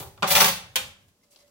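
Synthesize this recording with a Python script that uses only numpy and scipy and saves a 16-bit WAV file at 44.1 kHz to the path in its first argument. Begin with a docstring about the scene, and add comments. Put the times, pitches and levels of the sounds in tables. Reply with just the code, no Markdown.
"""At a kitchen stove a small jar rocks on a thin metal tray, lands with a thud and is shoved across it
in a few rasping jerks that make the tray ring. Next a wooden spoon clacks once against a steel pot.
Then it stirs the broth softly: splashes, swishes, bursting bubbles and a low note rubbed from the pot.
All along the cook's movements rumble faintly, and the small hard room rings on after each knock."""
import sys
import numpy as np
from scipy import signal
from scipy.fft import rfft, irfft
from scipy.io import wavfile

SR = 44100
rng = np.random.default_rng(int(sys.argv[2]) if len(sys.argv) > 2 else 0)


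def log_audio(samples):
    """Write samples as a 16-bit WAV file to the path given in sys.argv[1]."""
    # one column per channel
    frames = np.atleast_2d(samples).T
    # limit to full scale, then quantise
    limited = np.clip(frames, -1, 1)
    pcm = np.round(limited * 32767).astype(np.int16)
    wavfile.write(sys.argv[1], SR, pcm)


N = 66150
T = np.arange(N) / SR
RING_T = T[:SR * 4 // 5]  # time axis of one ring; "t60" below is the time to fade by 60 dB

# how alike left and right sound: (frequency [Hz], correlation [1 = the same])
STEREO_LIKENESS = [(40, .8), (90, .85), (180, .96), (550, .82), (1000, .42), (2000, -.03), (16000, -.08)]


def jar_on_tray():
    """The jar knocks on the tray, then sticks and slips; each jerk is a catch, a rasp and fine grit."""
    # jerks of the jar: (time [s], length [s], rasp [dB], grit [dB], opening catch [dB])
    jerks = [(0.0, 0.03, -47.5, -42.5, -51), (0.265, 0.015, -32.5, -48.5, -18.5),
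             (0.273, 0.055, -34, -28.5, -29.5), (0.302, 0.022, -22, -23.5, -16),
             (0.331, 0.039, -32.5, -31, -24.5), (0.35, .015, -20, -20.5, -1),
             (0.368, 0.036, -27.5, -29, -14), (0.3996, 0.018, -18, -20, 1.5),
             (0.419, 0.0091, -29.5, -22, -11.5), (0.4418, 0.0038, -17, -20.5, -2),
             (0.456, 0.0082, -26.5, -23, -7), (0.478, 0.013, -26, -27, -6),
             (0.502, 0.013, -40, -53.5, -27.5)]
    # tone of the coarse slips: (frequency [Hz], gain [dB])
    rasp_colour = [(100, -7), (200, 2.5), (550, 3), (1200, 3.5), (3000, 5), (6000, 8), (10000, -7),
                   (16000, -3)]
    # tone of the fine grit: (frequency [Hz], gain [dB])
    grit_colour = [(200, -27), (1500, -9), (4000, 0), (7000, 0), (10000, 10.5), (13000, 3), (15500, 3)]
    # the base bumps the tray, on landing and while sliding: (time [s], level [dB])
    thuds = [(0.176, -18), (0.2234, 8.5), (0.2283, 15), (0.2414, 7.5), (0.360, 12), (0.3665, 8.5),
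             (0.378, 3.5), (0.411, 9), (0.525, -20.5)]
    # softness of those bumps: (frequency [Hz], gain [dB])
    thud_colour = [(100, -11), (200, 0.5), (500, 0.5), (1200, 3.5), (1800, -7), (3400, -5.5), (6000, -11),
                   (10000, -18.5), (16000, -32)]
    # the jar rocks on its base: (time [s], level [dB])
    rocks = [(0.004, -5.5), (0.013, -24.5), (0.027, -4), (0.044, -17), (0.058, -11.5)]
    # dull tone of the rocking: (frequency [Hz], gain [dB])
    rock_colour = [(100, -9.5), (200, -9), (380, 10), (600, -2), (850, 3.5), (1300, -8), (2200, -16.5),
                   (5000, -20.5), (16000, -21)]
    # the tray's strongest notes: (frequency [Hz], level [dB], t60 [s])
    tray_modes = [(148.15, -21.5, .2), (176.3, -26, 0.53), (199.3, -22.5, .27), (214, -33, 0.25),
                  (388, -31.5, 0.6), (414, -26, 0.19), (542.4, -20.5, 0.12), (577.6, -16, .15),
                  (757.7, -18.5, .14), (885.5, -18, 0.35), (1010, -22, 0.17), (1135, -22, 0.17),
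                  (1164, -18, 0.076), (1351, -21, 0.12), (2437, -20, 0.12), (3550, -22.5, 0.071)]
    # shrill notes of the rubbing contact: (frequency [Hz], level [dB], t60 [s])
    shrill_modes = [(6726, -29.5, 0.11), (10270, -26, .08), (10340, -26.5, .08), (14500, -20, .11),
                    (15000, -17.5, .1)]
    attack_s, release_s = 0.001, 0.005
    rasp_gain, grit_gain = 0, 0
    for start, length, rasp_db, grit_db, _ in jerks:
        rise = np.clip((T - start) / attack_s, 0, 1)
        push = rise * np.exp(-np.maximum(T - start - length, 0) / release_s)
        rasp_gain += from_db(rasp_db) * push
        grit_gain += from_db(grit_db) * push
    catches = blows([(start + attack_s, catch_db) for start, *_, catch_db in jerks])
    slips = coloured(rasp_gain * grains(per_s=3500, spread_db=4.5) + catches, rasp_colour)
    grit = coloured(grit_gain * grains(per_s=9000, spread_db=3), grit_colour)
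    knocks = coloured(blows(thuds), thud_colour) + coloured(blows(rocks), rock_colour)
    notes = through(slips + grit + knocks, modal_ring(tray_modes, room_db=-23.5))
    shrill = through(slips + grit, modal_ring(shrill_modes, room_db=-14.5))
    return sliding(slips) + tray(grit) + tray(knocks) + notes + shrill


def sliding(force, spots=3, travel_s=(0.33, 0.47)):
    """The jar travels over the tray, so the ring passes from one spot's pattern to the next."""
    place = np.interp(T, travel_s, [0, spots - 1])
    shares = [np.maximum(1 - abs(place - spot), 0) for spot in range(spots)]
    return sum(tray(force * np.sqrt(share)) for share in shares)


def tray(force):
    """The thin metal sheet rings, struck at a new spot on each call."""
    # tone of the sheet's ring: (frequency [Hz], relative level [dB])
    sheet_colour = [(90, -21.5), (140, -14), (190, 1), (290, -23.5), (420, -9), (640, 1.5), (880, 1),
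                    (1400, -1), (2000, -0.5), (3200, -1), (5000, -6.5), (8000, -6.5), (12000, -11),
                    (15500, 0)]
    sheet = dense_ring(sheet_colour, t60=0.14, damping=0.9, room_db=-11, room_slope_db=-1.96, crack_db=4)
    dip = signal.iirnotch(680, Q=6, fs=SR)  # the tray gives off little sound at 680 Hz
    return through(force, signal.lfilter(*dip, sheet))


def spoon_on_pot():
    """Hard wood on steel: a bright clack damped by the broth, and later a small tick."""
    # the spoon meets the pot: (time [s], level [dB])
    clacks = [(0.757, 10), (0.7615, -31), (1.083, -39.5)]
    # tone of the steel wall's ring: (frequency [Hz], relative level [dB])
    wall_colour = [(150, -16), (300, -13), (500, -8), (700, -4), (1000, -4.5), (1900, 2), (3100, 9),
                   (4500, 1.5), (6500, 1.5), (9000, 0), (12000, -1.5), (15500, -3)]
    # the pot's own notes: (frequency [Hz], level [dB], t60 [s])
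    pot_modes = [(194.3, -34, 0.91), (240, -37, 0.46), (517, -20.5, 0.29), (567, -29, 0.55),
                 (825, -23, 0.37), (930, -22, .12), (1047, -21, 0.24), (1502, -16.5, 0.17),
                 (2395, -12.5, 0.2), (3178, -9.5, 0.13), (3140, -17, .4), (3656, -18.5, 0.22),
                 (4280, -15.5, 0.25), (6980, -18, 0.14)]
    # a light tick of the spoon under the broth: (time [s], level [dB])
    ticks = [(1.3602, -27)]
    # tone of that tick: (frequency [Hz], relative level [dB])
    tick_colour = [(300, -2.5), (900, -0.5), (2000, -11), (4200, 8), (6500, -7), (10000, -13), (16000, -21)]
    wall = dense_ring(wall_colour, t60=0.3, damping=0.92, room_db=-7.5, room_slope_db=2.52, crack_db=-14)
    first_share, swell_s = 0.51, 0.0058  # the wall takes a moment to ring at full strength
    swell = 1 - (1 - first_share) * np.exp(-RING_T / swell_s)
    pot = unit(wall * swell) + modal_ring(pot_modes, room_db=-28)
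    tick = dense_ring(tick_colour, t60=0.033, damping=0.27,
                      room_db=-13.5, room_slope_db=-3.5, crack_db=15)
    return through(blows(clacks), pot) + through(blows(ticks), tick)


def stirring():
    """Fine splashes and bubbles sound the hollow of the pot, and the spoon swishes through the broth."""
    # strength of the stirring: (time [s], level [dB])
    strength = [(0.95, -88.5), (1.02, -68), (1.14, -98), (1.235, -65.5), (1.295, -80), (1.318, -59.5),
                (1.36, -62.5), (1.41, -61), (1.45, -72), (1.48, -65.5), (1.5, -74.5)]
    # tone of the splashing broth: (frequency [Hz], relative level [dB])
    broth_colour = [(200, -16), (600, 4.5), (1400, -6), (2100, -2.5), (2800, -0.5), (4000, 1), (6500, -2),
                    (10000, -6), (15500, -11)]
    # wet swish as the spoon breaks the surface: (time [s], level [dB])
    swish_levels = [(1.065, -98.5), (1.085, -67), (1.12, -90), (1.297, -100.5), (1.309, -61), (1.33, -61),
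                    (1.37, -74.5), (1.41, -74.5), (1.46, -89), (1.48, -71.5), (1.5, -78)]
    # tone of that swish: (frequency [Hz], relative level [dB])
    swish_colour = [(1000, -13), (4000, -6), (7000, 2.5), (12000, 0), (16000, -8.5)]
    hollow = dense_ring(broth_colour, t60=0.031, damping=0.21,
                        room_db=-16, room_slope_db=1.5, crack_db=1.5)
    drops = level(strength) * grains(per_s=7500, spread_db=6)
    splash = through(drops + from_db(-2) * bubbles(), hollow)
    swish = np.sqrt(N) * level(swish_levels) * band_noise(swish_colour)
    return splash + swish


def bubbles(t60=0.061, rise_per_s=0.81):
    """Each bubble is a short ping that rises in pitch, placed a little to the left or right."""
    # bubbles that burst behind the spoon: (time [s], starting pitch [Hz], relative level [dB])
    bursts = [(1.015, 1620, -61), (1.212, 2000, -72.5), (1.228, 2070, -65), (1.318, 2150, -66),
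              (1.386, 2010, -65.5), (1.408, 2000, -65), (1.428, 1820, -63.5), (1.443, 1960, -61.5)]
    out = 0
    for start, hz, db in bursts:
        age = np.maximum(T - start, 0)
        phase = 2 * np.pi * hz * age * (1 + rise_per_s * age / 2)
        ping = np.sin(phase) * from_db(db - 60 * age / t60)
        pan_db = rng.normal(0, 1.68)
        out += ping * from_db([[pan_db], [-pan_db]])
    return out


def spoon_rub(hz=577):
    """The spoon rubs a low note out of the pot; uneven friction makes its loudness waver."""
    # strength of the rubbing: (time [s], relative level [dB])
    strength = [(1.2, -92), (1.31, -71), (1.38, -74), (1.44, -61), (1.47, -66.5), (1.5, -72.5)]
    smoothing = unit(np.exp(-T / 0.0076))
    friction = 1 + 0.24 * through(grains(per_s=1500, spread_db=3.5), smoothing)
    note = np.sqrt(2) * level(strength) * friction * np.sin(2 * np.pi * hz * T)
    return note * from_db([[-4], [2]])  # louder on the right


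def background():
    """The cook's movements rumble over the quiet air of the kitchen."""
    # rumble of the movements: (time [s], level [dB])
    rumble_levels = [(0, -25), (0.035, -53), (0.07, -45), (0.11, -51.5), (0.17, -56), (0.28, -48),
                     (0.34, -44), (0.54, -48), (0.59, -52.5), (0.68, -57.5), (0.76, -56.5), (0.815, -53),
                     (0.85, -52), (0.885, -50.5), (0.95, -65.5), (1.09, -65), (1.16, -82), (1.5, -80)]
    # tone of the rumble: (frequency [Hz], relative level [dB])
    rumble_colour = [(25, -23.5), (50, -17), (88, -1.5), (130, -8), (220, -24.5), (500, -27), (1500, -37)]
    # tone of the air: (frequency [Hz], relative level [dB])
    air_colour = [(25, -5.5), (100, -10.5), (200, -2.5), (450, -8), (1000, -15), (2000, -20), (6000, -17.5),
                  (16000, -23.5)]
    rumble = level(rumble_levels) * band_noise(rumble_colour)
    air = from_db(-69.5) * band_noise(air_colour)
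    return np.sqrt(N) * (rumble + air)


def kitchen_fade(hz, t60, room_db):
    """An object's own fade, joined by the room's echo, which starts at room_db."""
    # how long the kitchen rings: (frequency [Hz], t60 [s])
    room_t60 = [(150, 0.51), (600, 0.54), (3000, 0.42), (7000, 0.36), (15000, 0.24)]
    echo = from_db(room_db - 60 * RING_T / at_hz(room_t60, hz))
    return np.hypot(from_db(-60 * RING_T / t60), echo)


def dense_ring(colour, t60, damping, room_db, room_slope_db, crack_db, crack_t60=0.026):
    """A brief crack, then countless close notes that blur into fading noise."""
    def envelope(hz):
        # each octave above 1 kHz shortens the ring and takes room_slope_db off the echo
        octaves = max(np.log2(hz / 1000), 0)
        ring = kitchen_fade(hz, t60 * 2 ** (-damping * octaves), room_db - room_slope_db * octaves)
        return np.hypot(ring, from_db(crack_db - 60 * RING_T / crack_t60))
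    return band_noise(colour, envelope)


def modal_ring(modes, room_db):
    """An object's separate notes (modes); the high ones reach left and right out of step."""
    out = 0
    for hz, db, t60 in modes:
        shift = np.arccos(at_hz(STEREO_LIKENESS, hz)) * rng.choice([-1, 1]) / 2
        wave = rng.choice([-1, 1]) * np.sin(2 * np.pi * hz * RING_T + np.array([[shift], [-shift]]))
        out += from_db(db) * unit(wave * kitchen_fade(hz, t60, room_db))
    return out


def band_noise(colour, envelope=lambda hz: np.ones(N)):
    """Narrow bands of stereo noise, each with its own loudness curve; colour sets the power per Hz."""
    out, edges = 0, np.geomspace(25, 17000, 27)
    white = rng.standard_normal((2, 2, len(envelope(edges[0]))))
    for k, (low, high) in enumerate(zip(edges, edges[1:])):
        hz = np.sqrt(low * high)
        band = signal.butter(2, [low, high], "band", fs=SR, output="sos")
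        mid, side = signal.sosfilt(band, white[k % 2] * (envelope(hz) + 1e-12))
        alike = at_hz(STEREO_LIKENESS, hz)
        pair = np.sqrt(1 + alike) * unit(mid) + np.sqrt(1 - alike) * unit(side) * np.array([[1], [-1]])
        out += from_db(at_hz(colour, hz)) * np.sqrt(high - low) * pair
    return unit(out)


def blows(rows):
    """One sharp tap for each row of (time [s], level [dB])."""
    force = np.zeros(N)
    for start, db in rows:
        force[int(start * SR)] += from_db(db)
    return force


def grains(per_s, spread_db):
    """Tiny random taps of uneven size, with an average power of 1."""
    sizes = from_db(spread_db * np.minimum(rng.exponential(1, N), 4)) * rng.choice([-1, 1], N)
    return np.sqrt(N) * unit(sizes * (rng.random(N) < per_s / SR))


def coloured(x, colour, size=4096):
    """Shape the tone by rows of (frequency [Hz], gain [dB])."""
    gains = from_db(at_hz(colour, np.arange(size // 2 + 1) * SR / size))
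    cepstrum = irfft(np.log(gains))
    # minimum phase: the filter never sounds before the tap that drives it
    cepstrum[1:size // 2] *= 2
    cepstrum[size // 2 + 1:] = 0
    return through(x, irfft(np.exp(rfft(cepstrum))))


def through(force, response):
    """Every tap in the force sets off a copy of the response."""
    return signal.fftconvolve(np.atleast_2d(force), np.atleast_2d(response), axes=-1)[:, :N]


def from_db(db):
    """Turn decibels into a gain."""
    return np.exp(np.asarray(db) * np.log(10) / 20)


def at_hz(points, hz):
    """Read a table between its rows, with octaves evenly spaced."""
    frequencies, values = np.transpose(points)
    return np.interp(np.log(hz + 1e-9), np.log(frequencies), values)


def level(points):
    """Gain over time from rows of (time [s], level [dB])."""
    return from_db(np.interp(T, *np.transpose(points)))


def unit(x):
    """Scale so that the channels have an average energy of 1."""
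    return x / np.sqrt(np.mean(np.sum(x ** 2, axis=-1)) + 1e-20)


def scene():
    """All the sources together, in stereo."""
    return jar_on_tray() + spoon_on_pot() + stirring() + spoon_rub() + background()


def record(dry):
    """Round off the highest peaks and cut the very top of the treble."""
    ceiling, cutoff_hz = 1.3, 15800
    top_cut = signal.ellip(12, 0.1, 80, cutoff_hz, fs=SR, output="sos")
    return signal.sosfilt(top_cut, ceiling * np.tanh(dry / ceiling))


dry = scene()
out = record(dry)
log_audio(out)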